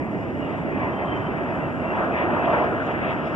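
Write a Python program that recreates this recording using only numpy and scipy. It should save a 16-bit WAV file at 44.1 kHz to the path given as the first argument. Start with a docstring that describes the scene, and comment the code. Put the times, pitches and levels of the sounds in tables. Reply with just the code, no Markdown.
"""A yard between buildings, with a formation of jets passing far off, heard on a two-port camera microphone.
Their exhaust roar is noise swelling in gusts through moving air, combed by an echo off the ground;
turbine whines surface briefly as wavering tones, most of them sagging in pitch.
Brief treble swells and one tiny tick lie over it, on the microphone's own patchy hiss.
The image drifts to the left, and a delayed cross-feed between the channels widens it."""
import sys
import numpy as np
from scipy import signal
from scipy.fft import rfft, irfft, next_fast_len
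from scipy.io import wavfile

SR = 44100
rng = np.random.default_rng(int(sys.argv[2]) if len(sys.argv) > 2 else 0)


def log_audio(samples):
    """Write samples as a 16-bit WAV file to the path given in sys.argv[1]."""
    # one column per channel
    frames = np.atleast_2d(samples).T
    # limit to full scale, then quantise
    limited = np.clip(frames, -1, 1)
    pcm = np.round(limited * 32767).astype(np.int16)
    wavfile.write(sys.argv[1], SR, pcm)


N = 147735
SIZE = next_fast_len(N + 2048)  # transform length, samples
HZ = np.maximum(np.arange(SIZE // 2 + 1) * SR / SIZE, 1)


def amp(db):
    """dB to gain."""
    return 10 ** (np.asarray(db) / 20)


def rms_one(x):
    """Scale to rms 1."""
    return x / np.sqrt(np.mean(x ** 2))


def in_time(rows):
    """Columns of a table at every sample."""
    s, *columns = np.transpose(rows)
    return np.array([np.interp(np.arange(N) / SR, s, c) for c in columns])


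def in_hz(rows):
    """Columns of a table at every frequency, joined along log frequency."""
    hz, *columns = np.transpose(rows)
    return [np.interp(np.log(HZ), np.log(hz), c) for c in columns]


def drift(corner_hz):
    """Random wandering of spread 1: low-passed noise, made at every 40th sample and joined up."""
    r = np.exp(-2 * np.pi * corner_hz * 40 / SR)
    noise = rng.standard_normal(N // 40 + 2002)
    slow = signal.lfilter([1], [1, -2 * r, r * r], noise)[2000:]  # drop the filter's start
    return np.interp(np.arange(N) / 40, np.arange(len(slow)), rms_one(slow))


def half_octave_share(octave, centre):
    """Raised-cosine band around a centre in octaves; neighbours half an octave apart sum to 1."""
    return np.cos(np.pi * np.clip(octave - centre, -.5, .5)) ** 2


# How the distant jets meet the two microphone ports:
# (frequency [Hz], phase lead of right [rad], left minus right [dB], likeness of the ports [0-1])
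PORT_MEETING = [(30, 0, -1.5, .72), (80, 0, .2, .78), (150, -.05, -.8, .88), (300, .1, -1.2, .88),
                (500, .35, -1.5, .85), (1000, .6, 1, .87), (1300, 1.8, 4, .35), (1600, 3.4, 4.5, .75),
                (2100, 4.6, 6.5, .7), (2700, 6.3, 5, .8), (3100, 8, 3, .55), (3400, 8.2, -1, .45),
                (4000, 9.3, 0, .5), (5000, 11, 0, .2)]


def at_ports(near, other):
    """Spectra at the left and right port from a sound and an unrelated twin."""
    lead, balance_db, alike = in_hz(PORT_MEETING)
    alike = np.clip(alike, 0, 1)
    right = (alike * near + np.sqrt(1 - alike ** 2) * other) * np.exp(1j * lead)
    return np.array([near * amp(balance_db / 2), right * amp(-balance_db / 2)])


GROUND_ECHO_S, GROUND_SHARE, GROUND_CUT_HZ = 0.003096, 0.34, 910
ECHO_REPEAT_SHARE = 0.23  # second arrival, between the walls, relative to the first squared over its share


def ground_echo():
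    """Delayed bounce off the ground, duller than the direct sound, coming round again between the walls."""
    echo = GROUND_SHARE * np.exp(-HZ / GROUND_CUT_HZ - 2j * np.pi * HZ * GROUND_ECHO_S)
    return echo + ECHO_REPEAT_SHARE * echo ** 2 / GROUND_SHARE


# Gusts of the far roar, in tables by region: rumble; body, upper body, edge and top; bite.
# Only the changes within each level column are heard.
# Rumble: (time [s], level [dB])
RUMBLE_GUSTS = [(0.03, -29), (0.05, -33.5), (0.96, -31.5), (0.98, -35.5), (1.21, -29.5), (1.23, -35),
                (1.31, -29.5), (1.33, -33.5), (2.57, -32), (2.87, -33.5), (3.09, -31.5), (3.33, -33.5)]
# Body to top: (time [s], body level [dB], upper body level [dB], edge level [dB], top level [dB])
ROAR_GUSTS = [(0.03, -35.5, -39, -48, -74), (0.17, -33.5, -40, -52, -70.5), (0.3, -33.5, -42.5, -50, -66.5),
              (0.32, -35, -44, -53.5, -70), (0.51, -32, -34.5, -48, -62.5), (0.64, -34, -40, -51, -66),
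              (0.74, -32, -40, -46.5, -68), (0.79, -33.5, -33, -44, -63), (0.84, -29.5, -29, -40.5, -64),
              (0.9, -32, -34.5, -46, -64.5), (0.98, -33, -34.5, -50.5, -67.5),
              (0.99, -27.5, -35.5, -46, -61), (1.04, -31.5, -32, -44.5, -69),
              (1.06, -31.5, -30.5, -51, -59), (1.11, -31, -38.5, -49, -65.5), (1.13, -30.5, -32, -43, -64),
              (1.24, -34.5, -35, -50.5, -64), (1.32, -31, -37, -48, -64), (1.41, -30.5, -36, -47, -64.5),
              (1.55, -32, -36, -48.5, -65), (1.7, -32, -36, -50, -64.5), (1.73, -35, -41.5, -51, -66),
              (1.95, -28, -31.5, -45.5, -63), (2.0, -26, -30, -44, -58.5), (2.1, -27.5, -32, -51.5, -62.5),
              (2.12, -24, -38, -46.5, -62), (2.19, -26.5, -28, -39, -54.5), (2.28, -26, -32.5, -45.5, -62),
              (2.32, -24, -26.5, -44.5, -57), (2.41, -27, -30.5, -44.5, -61),
              (2.46, -27, -31.5, -43.5, -52), (2.48, -21.5, -24.5, -41.5, -59),
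              (2.52, -25, -26.5, -43.5, -53), (2.54, -20.5, -22.5, -40, -56),
              (2.64, -24, -27.5, -43, -57.5), (2.67, -26, -33, -47, -62),
              (2.71, -27.5, -34.5, -46.5, -64.5), (2.86, -31, -37, -50.5, -57),
              (2.89, -26, -30.5, -43, -57), (2.95, -30.5, -36.5, -45.5, -61.5),
              (3.12, -28, -32, -42.5, -53), (3.15, -35, -34.5, -44.5, -64), (3.26, -31.5, -36.5, -50, -58),
              (3.33, -34, -35.5, -48, -62)]
# Bite, between upper body and edge: (time [s], level [dB])
BITE_GUSTS = [(0.0, -53), (0.02, -49), (1.27, -41), (1.86, -41), (2.02, -31), (2.12, -38), (2.37, -34),
              (2.42, -37), (2.44, -34), (2.47, -39.5), (2.55, -28.5), (2.57, -34), (2.79, -37),
              (2.82, -31.5), (2.84, -38), (3.1, -38), (3.31, -42.5), (3.33, -37.5)]


def gusts_db():
    """Level of the six regions as moving air lets the roar through, each around its own rms of 0 dB."""
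    body, upper, edge, top = in_time(ROAR_GUSTS)
    swell = amp(np.vstack([in_time(RUMBLE_GUSTS), body, upper, in_time(BITE_GUSTS), edge, top]))
    return 20 * np.log10(swell / np.sqrt(np.mean(swell ** 2, axis=1, keepdims=True)))


# Centres of rumble, body, upper body, bite, edge and top: (frequency [Hz])
GUST_REGION_HZ = [250, 650, 1020, 1450, 2050, 3450]
# Colour of the distant roar, relative: (frequency [Hz], level per Hz [dB])
EXHAUST_COLOUR = [(25, -44), (45, -22), (65, -10), (100, -4), (170, 1.5), (280, -1.5), (460, -6),
                  (650, -5.5), (800, -9), (1000, -12.5), (1300, -13.5), (1500, -14), (2200, -18.5),
                  (2800, -28), (3300, -35), (3800, -43.5), (4300, -62), (5000, -61), (8000, -93.5)]
ROAR_DB = -24  # direct sound, before flicker and echo
SHARED_FLICKER_DB, OWN_FLICKER_DB, FLICKER_CORNER_HZ = 0.19, 0.72, 23
ECHO_FOLLOWS = 0.28  # the echo stands out more as the roar swells (dB per dB)


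def roar():
    """Exhaust noise with its ground echo, in half-octave bands that swell with their region and flicker."""
    echo = ground_echo()
    spectra = at_ports(*rfft(rng.standard_normal((2, SIZE)))) * amp(in_hz(EXHAUST_COLOUR)[0])
    spectra = spectra / np.sqrt(np.mean(irfft(spectra, SIZE) ** 2))
    swell_db = gusts_db()
    centres = np.arange(5, 13, .5)  # log2 of Hz
    octave = np.clip(np.log2(HZ), centres[0], centres[-1])
    together = drift(FLICKER_CORNER_HZ)
    out = 0
    for centre in centres:
        # blend the two gust regions nearest this band
        place = np.interp(centre, np.log2(GUST_REGION_HZ), np.arange(len(GUST_REGION_HZ)))
        low = min(int(place), len(GUST_REGION_HZ) - 2)
        level_db = (low + 1 - place) * swell_db[low] + (place - low) * swell_db[low + 1]
        flicker_db = SHARED_FLICKER_DB * together + OWN_FLICKER_DB * drift(FLICKER_CORNER_HZ)
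        band = spectra * half_octave_share(octave, centre)
        direct, bounced = irfft([band, band * echo], SIZE)[..., :N]
        echo_gain = np.minimum(amp(ECHO_FOLLOWS * level_db), 2)
        out = out + amp(level_db + flicker_db) * (direct + echo_gain * bounced)
    return amp(ROAR_DB) * out


# Distant turbine whines surfacing; level is the tone's peak before flutter and the ports:
# (start [s], length [s], pitch [Hz], droop by the end [Hz], level [dB])
TURBINE_WHINES = [(.08, .19, 2880, 20, -59), (.34, .06, 2860, 10, -55), (.39, .09, 2865, 70, -47.5),
                  (.91, .15, 3120, 0, -51), (1.05, .145, 3140, 90, -46.5), (1.19, .11, 3110, 85, -49.5),
                  (1.35, .08, 2590, 0, -54), (1.44, .16, 2560, 15, -54), (1.51, .1, 3015, -15, -56),
                  (1.61, .06, 2750, 80, -44), (1.79, .09, 2750, 0, -51), (1.85, .09, 2745, 50, -43),
                  (2.095, .085, 2520, 10, -45.5), (2.385, .06, 2600, -40, -41), (2.44, .04, 2440, 0, -45)]
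WAVER_HZ, FLUTTER_DB = 13, 4.5  # spread of pitch and of level
RISE_SHARE, FALL_S = .3, .025  # fade-in as a share of the length, fade-out time


def whines():
    """Each is a fluttering, wavering tone that fades in; most sag, fastest at the end, some hold or rise."""
    t, tone = np.arange(N) / SR, np.zeros(SIZE)
    waver, flutter_db = WAVER_HZ * drift(27), FLUTTER_DB * drift(45)
    for start, length, hz, droop_hz, db in TURBINE_WHINES:
        rise = (t - start) / (RISE_SHARE * length)
        fall = (start + length - t) / FALL_S
        shape = np.clip(np.minimum(rise, fall), 0, 1)
        pitch = hz - droop_hz * np.clip((t - start) / length, 0, 1) ** 2 + waver
        tone[:N] += amp(db + flutter_db) * shape * np.sin(2 * np.pi * np.cumsum(pitch) / SR)
    return irfft(at_ports(rfft(tone), 0), SIZE)[:, :N]


# Brief swells of the treble; level is at the crest, before flicker:
# (start [s], length [s], centre [Hz], level [dB])
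TREBLE_SWELLS = [(2.47, 0.22, 4900, -69.5), (2.8, 0.15, 6300, -68.5), (3.22, 0.18, 5200, -69)]
SWELL_OCTAVES, SWELL_FLICKER_DB = .28, 2  # distance from the centre where gain is 1/e, flicker spread


def treble_swells():
    """Short flickering swells of narrow noise, unrelated in the two channels."""
    t, out, white = np.arange(N) / SR, 0, rfft(rng.standard_normal((2, SIZE)))
    flicker_db = SWELL_FLICKER_DB * drift(25)
    for start, length, hz, db in TREBLE_SWELLS:
        narrow = np.exp(-(np.log2(HZ / hz) / SWELL_OCTAVES) ** 2)
        band = rms_one(irfft(white * narrow, SIZE)[:, :N])
        shape = np.abs(np.sin(np.pi * np.clip((t - start) / length, 0, 1))) ** .5
        out = out + amp(db + flicker_db) * shape * band
    return out


TICK_S, TICK_DB, TICK_FROM_HZ = 2.4222, -51, 3500  # level before the high-pass
TICK_PAN_DB = -3  # left minus right
RING_HZ, RING_DB, RING_T60_S = 12600, -7, .005  # ring level relative to the click


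def tick():
    """One tiny tick close to the microphone: a high-passed click with a very short high ring."""
    click = amp(TICK_DB) * (np.arange(N) == int(TICK_S * SR)) + 1e-18  # offset keeps the filters quick
    r, w = amp(-60 / (RING_T60_S * SR)), 2 * np.pi * RING_HZ / SR
    ring = signal.lfilter([0, np.sin(w)], [1, -2 * r * np.cos(w), r * r], click)
    bare = signal.lfilter(*signal.butter(2, TICK_FROM_HZ, "high", fs=SR), click)
    return (bare + amp(RING_DB) * ring) * amp([[TICK_PAN_DB / 2], [-TICK_PAN_DB / 2]])


# Colour of the microphone's hiss, relative, before a gentle low cut: (frequency [Hz], level per Hz [dB])
MICROPHONE_HISS_COLOUR = [(2500, -7), (4500, 1.5), (7000, -0.5), (9000, -2), (11000, -10.5), (14000, -16)]
HISS_DB, HISS_PATCHY_DB = -69, 2  # rms level, spread of each band's level


def hiss():
    """The microphone's faint treble noise, separate in each channel, in bands of wandering level."""
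    white = rfft(rng.standard_normal((2, SIZE)))
    spectra = white * amp(in_hz(MICROPHONE_HISS_COLOUR)[0]) * HZ / (HZ + 2000)
    octave, out = np.clip(np.log2(HZ), 11, 14), 0
    for centre in np.arange(11, 14.5, .5):  # log2 of Hz
        band = irfft(spectra * half_octave_share(octave, centre), SIZE)[:, :N]
        out = out + amp(HISS_PATCHY_DB * drift(18)) * band
    return amp(HISS_DB) * rms_one(out)


LEFTWARD_DB_PER_S = .5  # left gains on right as the camera turns


def scene():
    """Far roar and whines drifting to the left, then treble swells, the close tick and hiss."""
    turn_db = LEFTWARD_DB_PER_S * (np.arange(N) - N / 2) / SR / 2
    jets = (roar() + whines()) * amp([turn_db, -turn_db])
    return jets + treble_swells() + tick() + hiss()


# Each microphone channel loses a delayed copy of the other, share held to 0.97 at most:
# (frequency [Hz], share [0-1])
WIDENING = [(50, 0.15), (1000, 0.54), (2000, 0.69), (3200, 0.86), (4200, 1), (5200, 0.9), (6300, .48),
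            (7400, 0.7), (8400, .17), (11000, 0.1)]
CROSSFEED_S = 21 / 44100
STOP_HZ = 14805  # everything above is at least 70 dB down


def record(dry):
    """The camera microphone: widening by subtracted cross-feed, then a steep cut of the top."""
    spectra = rfft(dry, SIZE)
    share = np.clip(in_hz(WIDENING)[0], 0, .97)
    crossed = share * np.exp(-2j * np.pi * HZ * CROSSFEED_S) * spectra[::-1]
    wide = irfft(spectra - crossed, SIZE)[:, :N]
    return signal.sosfilt(signal.cheby2(14, 70, STOP_HZ, fs=SR, output="sos"), wide)


dry = scene()
out = record(dry)
log_audio(out)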